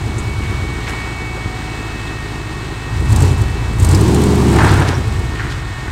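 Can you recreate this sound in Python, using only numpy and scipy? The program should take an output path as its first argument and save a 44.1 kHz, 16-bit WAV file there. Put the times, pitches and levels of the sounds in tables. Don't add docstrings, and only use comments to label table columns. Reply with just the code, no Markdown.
import sys
import numpy as np
from scipy import signal
from scipy.fft import rfft, irfft, next_fast_len
from scipy.io import wavfile
from scipy.ndimage import uniform_filter1d

SR = 44100
rng = np.random.default_rng(int(sys.argv[2]) if len(sys.argv) > 2 else 0)


def file_out(sig):
    cols = np.atleast_2d(sig).T
    lim = np.clip(cols, -1, 1)
    pcm = np.round(lim * 32767).astype(np.int16)
    wavfile.write(sys.argv[1], SR, pcm)


N = 260631
TIME = np.arange(N) / SR

# (time [s], firing rate [firings/s])
ENGINE_SPEED = [(0, 76), (.3, 73), (.8, 56), (2.9, 51), (3.08, 66.6), (3.26, 92.6), (3.52, 56.3),
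                (3.78, 54.8), (3.92, 91.5), (4.08, 110), (4.2, 123), (4.33, 121.5), (4.5, 115), (4.7, 97.6),
                (4.9, 90.7), (5.2, 62), (5.73, 36), (5.91, 48.5)]
# (strength [dB], lateness at the tailpipe [ms])
CYLINDERS = [(0, 2), (1.5, -0.92), (-1, 0.78), (3.5, -3), (-1.5, -0.07), (1, 2), (1.5, -2.5), (-2.5, 3.5)]
# (frequency [Hz], relative level [dB])
PIPE_RESPONSE = [(18, -44.5), (35, -16.5), (52, -7), (75, -5), (102, 3.5), (130, -1), (170, -11.5),
                 (228, -7.5), (265, -11.5), (325, -5), (430, -8), (520, -21.5), (800, -45.5), (6000, -80)]
# (frequency [Hz], relative level [dB per Hz])
SPIT_COLOUR = [(2000, -38), (4000, -12), (6000, -14), (7300, -7), (8500, -4.5), (10000, -18.5),
               (13000, -18.5), (15500, -31)]


def from_db(db):
    return 10 ** (np.asarray(db) / 20)


def rms_one(x):
    return x / np.sqrt(np.mean(x ** 2) + 1e-20)


def in_time(rows):
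    seconds, *columns = np.transpose(rows)
    return [np.interp(TIME, seconds, column) for column in columns]


def levelled(x, seconds):
    power = uniform_filter1d(x ** 2, max(int(seconds * SR), 8))
    return x / np.sqrt(np.abs(power) + 1e-12)


def drift(rate):
    knots = rng.standard_normal(2048)
    return rms_one(np.interp(TIME * rate, np.arange(len(knots)), knots))


def coloured(x, spectrum):
    size = 2 * next_fast_len(N // 2 + 8192)
    hz, db = np.transpose(spectrum)
    bins_hz = np.maximum(np.arange(size // 2 + 1) * SR / size, 1)
    response_db = np.interp(np.log(bins_hz), np.log(hz), db)
    cepstrum = irfft(np.log(from_db(response_db)))
    cepstrum[1:size // 2] *= 2
    cepstrum[size // 2 + 1:] = 0
    return irfft(rfft(x, size) * np.exp(rfft(cepstrum)))[:N]


def passed(x, hz, kind, order=2):
    edges_hz = np.clip(hz, 10, .45 * SR)
    return signal.sosfilt(signal.butter(order, edges_hz, kind, fs=SR, output="sos"), x)


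def decaying(pulses, decay_s):
    return signal.lfilter([1], [1, -np.exp(-1 / (decay_s * SR))], pulses)


def burst(start, rise, decay):
    age = np.maximum(TIME - start, 0)
    fall = np.minimum(np.maximum(age - rise, 0) / decay, 20)
    return np.minimum(age / rise, 1) * np.exp(-fall)


def held(start, length, attack, release):
    rise = np.clip((TIME - start) / attack, 0, 1)
    return rise * np.exp(-np.maximum(TIME - start - length, 0) / release)


def grit(per_s, spread_db):
    sizes_db = spread_db * np.minimum(rng.exponential(1, N), 4)
    sizes = from_db(sizes_db) * rng.standard_normal(N)
    return rms_one(sizes * (rng.random(N) < per_s / SR))


def forest(x):
    t60_s, first_echo_s = .45, .015
    age = TIME[:SR // 2]
    hits = (rng.random(len(age)) < .01) * (age > first_echo_s)
    echoes = rng.standard_normal(len(age)) * hits * from_db(-60 * age / t60_s)
    echoed = signal.fftconvolve(x, echoes / np.linalg.norm(echoes))[:N]
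    return passed(echoed, 3700, "low")


def engine_bay(clatter, flutter_db):
    # (time [s], level [dB])
    bay_level = [(0, -31.5), (1.0, -28.5), (1.4, -30.5), (1.8, -29), (2.4, -30.5), (5.91, -31)]
    # (frequency [Hz], relative level [dB per Hz])
    bay_colour = [(150, -8), (320, 0.5), (540, -13), (800, -6), (1100, -6.5), (1750, -9), (2700, -15),
                  (4100, -17), (6000, -23.5), (8400, -22), (10000, -37), (13300, -36.5), (15000, -45)]
    fired = np.cumsum(in_time(ENGINE_SPEED)[0]) / SR
    throb = (1 + clatter * np.cos(2 * np.pi * fired)) * from_db(flutter_db * drift(25))
    air = rms_one(coloured(throb * rng.standard_normal(N), bay_colour))
    return from_db(in_time(bay_level)[0]) * air


def fan(wobble, flutter_db):
    # (time [s], rate [Hz])
    blade_rate = [(0, 373.8), (1.2, 373.4), (2.3, 371.7), (3.6, 375.1), (5.1, 367), (5.91, 369.5)]
    # (harmonic number, level [dB])
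    harmonics = [(2, -48), (3, -46.5), (5, -50.5), (6, -44), (7, -47.5), (8, -52.5), (9, -54.5),
                 (10, -52.5), (11, -50.5), (12, -62)]
    # (harmonic number, middle [s], half length [s], rise [dB])
    whine_swells = [(2, 1.43, 0.49, 7), (5, 0.89, 0.29, 9.5), (5, 2.6, 1.7, 11), (5, 5.57, 0.7, 12.5),
                    (6, 0.95, 0.91, 11), (7, 1.18, 0.24, 7.5), (7, 1.888, 0.28, 6), (7, 2.9, 1.14, 6.5)]
    flatness = 4
    rate = in_time(blade_rate)[0] * (1 + wobble * drift(30.09))
    phase = 2 * np.pi * np.cumsum(rate) / SR
    whine = np.zeros(N)
    for order, db in harmonics:
        swell_db = np.zeros(N)
        for swelling, middle, half, rise_db in whine_swells:
            if swelling == order:
                swell_db += rise_db * np.exp(-np.abs((TIME - middle) / half) ** flatness)
        whine += from_db(db + swell_db + flutter_db * drift(14)) * np.sin(order * phase)
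    return np.sqrt(2) * whine


def under_tyres(rise_s):
    # (time [s], level [dB], centre [Hz], width [octaves], decay [s])
    tyre_sounds = [(0.179, -30.5, 7560, 0.47, 0.017), (.42, -33.5, 2000, 1, 0.14),
                   (.678, -31, 910, .9, 0.019), (.865, -25.5, 1390, 2.1, 0.076),
                   (0.882, -32, 4970, 1.4, 0.024), (1.365, -28, 517, 1.02, 0.024),
                   (1.455, -14.5, 89, 0.89, 0.0092), (2.075, -33, 2180, 1.13, 0.023),
                   (3.944, -25, 5150, 0.15, 0.0074), (4.585, -17.5, 930, 0.38, 0.045),
                   (4.6, -20.5, 1520, 0.44, 0.14), (4.68, -24, 2290, 1.7, 0.06),
                   (4.87, -25.5, 2000, 3.08, 0.029), (4.94, -32, 5600, 0.1, 0.015),
                   (5.35, -31, 1990, 1.08, 0.049), (5.384, -26.5, 1640, 0.8, 0.11),
                   (5.495, -31, 2386, 2, 0.058), (5.865, -31.5, 1502, 0.72, 0.037)]
    out = np.zeros(N)
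    grains = grit(per_s=7600, spread_db=5.0)
    for start, db, hz, octaves, decay in tyre_sounds:
        half = 2 ** max(octaves / 2, .05)
        band = rms_one(passed(grains, [hz / half, hz * half], "band"))
        out += from_db(db) * burst(start, rise_s, decay) * band
    return out


def tyre_spin(judder_db):
    # (frequency [Hz], relative level [dB per Hz])
    scrape_colour = [(240, -7), (400, -12), (502, -6), (804, 2), (1090, -2.5), (1740, -3), (2790, -13.5),
                     (6040, -26), (8060, -29), (15000, -52)]
    start_s, start_db, sag_db_per_s = 4.5, -15, 20.5
    scrape = grit(per_s=14000, spread_db=2.0) * from_db(judder_db * drift(90))
    slip = held(start_s, length=0.43, attack=0.12, release=0.067)
    level_db = start_db - sag_db_per_s * np.maximum(TIME - start_s, 0)
    return from_db(level_db) * slip * rms_one(coloured(scrape, scrape_colour))


def load():
    # (start [s], length [s], load above idle [dB])
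    throttle = [(-0.2, 0.81, 6), (2.864, 0.2, 10), (3.007, 0.26, 17), (3.284, 0.13, 13.5), (3.5, 0.25, 8),
                (3.716, 1.057, 17.5), (4.883, 0.31, 9.5), (5.33, 0.35, 5), (5.83, 0.1, 8)]
    pushes = [db * held(start, length, attack=0.097, release=0.18) for start, length, db in throttle]
    return np.max(pushes, axis=0)


def exhaust_levels(speed):
    # (firing rate [firings/s], boom level [dB], bark level [dB])
    voice = [(36, -28.5, -52.5), (51.4, -26, -35.5), (71.8, -25.5, -36), (90, -27.5, -26),
             (111, -31.5, -21), (120, -32.5, -21)]
    bark_follows_load = 0.37
    at_speed, boom_db, bark_db = np.transpose(voice)
    load_db = load()
    boom = np.interp(speed, at_speed, boom_db) + load_db
    bark = np.interp(speed, at_speed, bark_db) + bark_follows_load * load_db
    return boom, bark


def firings(speed, uneven_db, jitter, lope):
    count = np.cumsum(speed) / SR
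    number = np.arange(1, int(count[-1]))
    chance = rng.standard_normal((len(number), 2))
    at = np.interp(number, count, TIME)
    rate = np.interp(at, TIME, speed)
    level_db, late_ms = np.array(CYLINDERS)[number % len(CYLINDERS)].T
    unsteady = (speed.max() / rate) ** lope
    at = at + late_ms / 1000 + jitter * unsteady * chance[:, 0] / rate
    pulses = np.zeros(N)
    places = np.clip(at * SR, 0, N - 1).astype(int)
    pulses[places] = from_db(level_db + uneven_db * unsteady * chance[:, 1])
    return pulses


def drone(speed, revving):
    # (multiple of the eight-firing cycle, lugging [dB], revving [dB]), relative
    tones = [(3, 3, -5), (5, 4.5, 11.5), (7, -4, -3), (8, 5, -3.5), (9, -30, 0), (10, -14.5, 1.5),
             (11, 0, -13), (12, -4, 0), (13, -7, 4.5), (15, -14, -4), (16, -4.5, 3), (20, -15, -0.5),
             (22, -15, -4.5), (24, -5.5, 2), (27, -18, 0)]
    cycles = np.cumsum(speed) / SR / len(CYLINDERS)
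    pipe_hz, pipe_db = np.transpose(PIPE_RESPONSE)
    out = np.zeros(N)
    for order, lugging_db, revving_db in tones:
        tone_db = lugging_db + revving * (revving_db - lugging_db)
        tone_db = tone_db + np.interp(order * speed / len(CYLINDERS), pipe_hz, pipe_db)
        out += from_db(tone_db) * np.sin(2 * np.pi * (order * cycles + rng.random()))
    return levelled(out, 0.13)


def spits(level_db, rise_s, decay_s, small_db, spread_db):
    # (time [s], peak level relative to level_db [dB])
    loud_spits = [(3.16, -12.5), (3.2204, -15), (3.7979, -15), (3.8457, -8.5), (3.8871, -14), (3.911, -13),
                  (3.9463, -10.5), (4.0087, -13), (4.1445, -13), (4.2358, -14.5), (4.354, -20),
                  (4.561, -18)]
    spit_share, follows_load = .4, 1.3
    loud = sum(from_db(db + level_db) * burst(start, rise_s, decay_s) for start, db in loud_spits)
    fired = np.diff(np.floor(np.cumsum(in_time(ENGINE_SPEED)[0]) / SR), prepend=0) > 0
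    spitting = fired * (rng.random(N) < spit_share)
    load_db = load()
    sizes_db = small_db + follows_load * (load_db - load_db.max()) + spread_db * rng.uniform(-1.3, 1, N)
    small = decaying(spitting * from_db(sizes_db) + 1e-18, decay_s)
    return np.maximum(loud, small) * rms_one(coloured(rng.standard_normal(N), SPIT_COLOUR))


def exhaust(puff_s, rasp_db, sizzle_db, throb, boom_share):
    # (firing rate [firings/s], relative level [dB])
    beats = [(50, 0), (75, -6), (120, -11)]
    # (lower, upper) [firings/s]
    revving_range = (92, 114)
    # (frequency [Hz], relative level [dB per Hz])
    rasp_colour = [(300, 7), (550, -2), (950, 2.5), (1400, -7.5), (2200, -10.5), (4000, -14), (8000, -18),
                   (15000, -34.5)]
    speed = in_time(ENGINE_SPEED)[0]
    boom_db, bark_db = exhaust_levels(speed)
    revving = np.interp(speed, revving_range, [0, 1])
    pulses = firings(speed, uneven_db=0.1, jitter=0.011, lope=0.69)
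    puffs = levelled(decaying(pulses + 1e-9, puff_s), .2)
    flow = levelled(pulses, .3) + .18 * puffs * rng.standard_normal(N)

    beat_db = np.interp(speed, *np.transpose(beats))
    single_beats = from_db(beat_db) * levelled(coloured(flow, PIPE_RESPONSE), .2)
    pipe = single_beats + drone(speed, revving)

    cycles = np.cumsum(speed) / SR / len(CYLINDERS)
    swell = 1 - throb * (1 - revving) * np.sin(2 * np.pi * cycles)
    boom = from_db(boom_db) * levelled(passed(pipe, 170, "low", order=4), .07)
    bark = from_db(bark_db) * swell * levelled(passed(pipe, 170, "high", order=4), .09)

    rush_db = rasp_db + bark_db + boom_share * (boom_db - bark_db)
    rush = from_db(rush_db) * rms_one(coloured((puffs + 4) * rng.standard_normal(N), rasp_colour))

    pressure = np.abs(boom + bark)
    crests = (pressure / pressure.max()) ** 2
    sizzle = from_db(sizzle_db) * rms_one(coloured(crests * rng.standard_normal(N), SPIT_COLOUR))
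    return boom + bark + rush + sizzle


def scene():
    engine = exhaust(puff_s=0.021, rasp_db=-6, sizzle_db=-43.0, throb=0.4, boom_share=0.48)
    engine = engine + spits(level_db=-8.5, rise_s=0.0017, decay_s=0.0056, small_db=-34.5, spread_db=10)
    ground = tyre_spin(judder_db=2.5) + under_tyres(rise_s=0.0053)
    truck = engine + ground + engine_bay(clatter=0.077, flutter_db=.5)
    whine = fan(wobble=0.00084, flutter_db=1.23)
    tree_echo_db = -19
    return (truck + from_db(tree_echo_db) * forest(truck) + whine)[None]


def record(dry):
    cutoff_hz = 15900
    rounded = dry / (1 + np.abs(dry) ** 8) ** (1 / 8)
    return signal.sosfilt(signal.ellip(10, .1, 80, cutoff_hz, fs=SR, output="sos"), rounded)


dry = scene()
out = record(dry)
file_out(out)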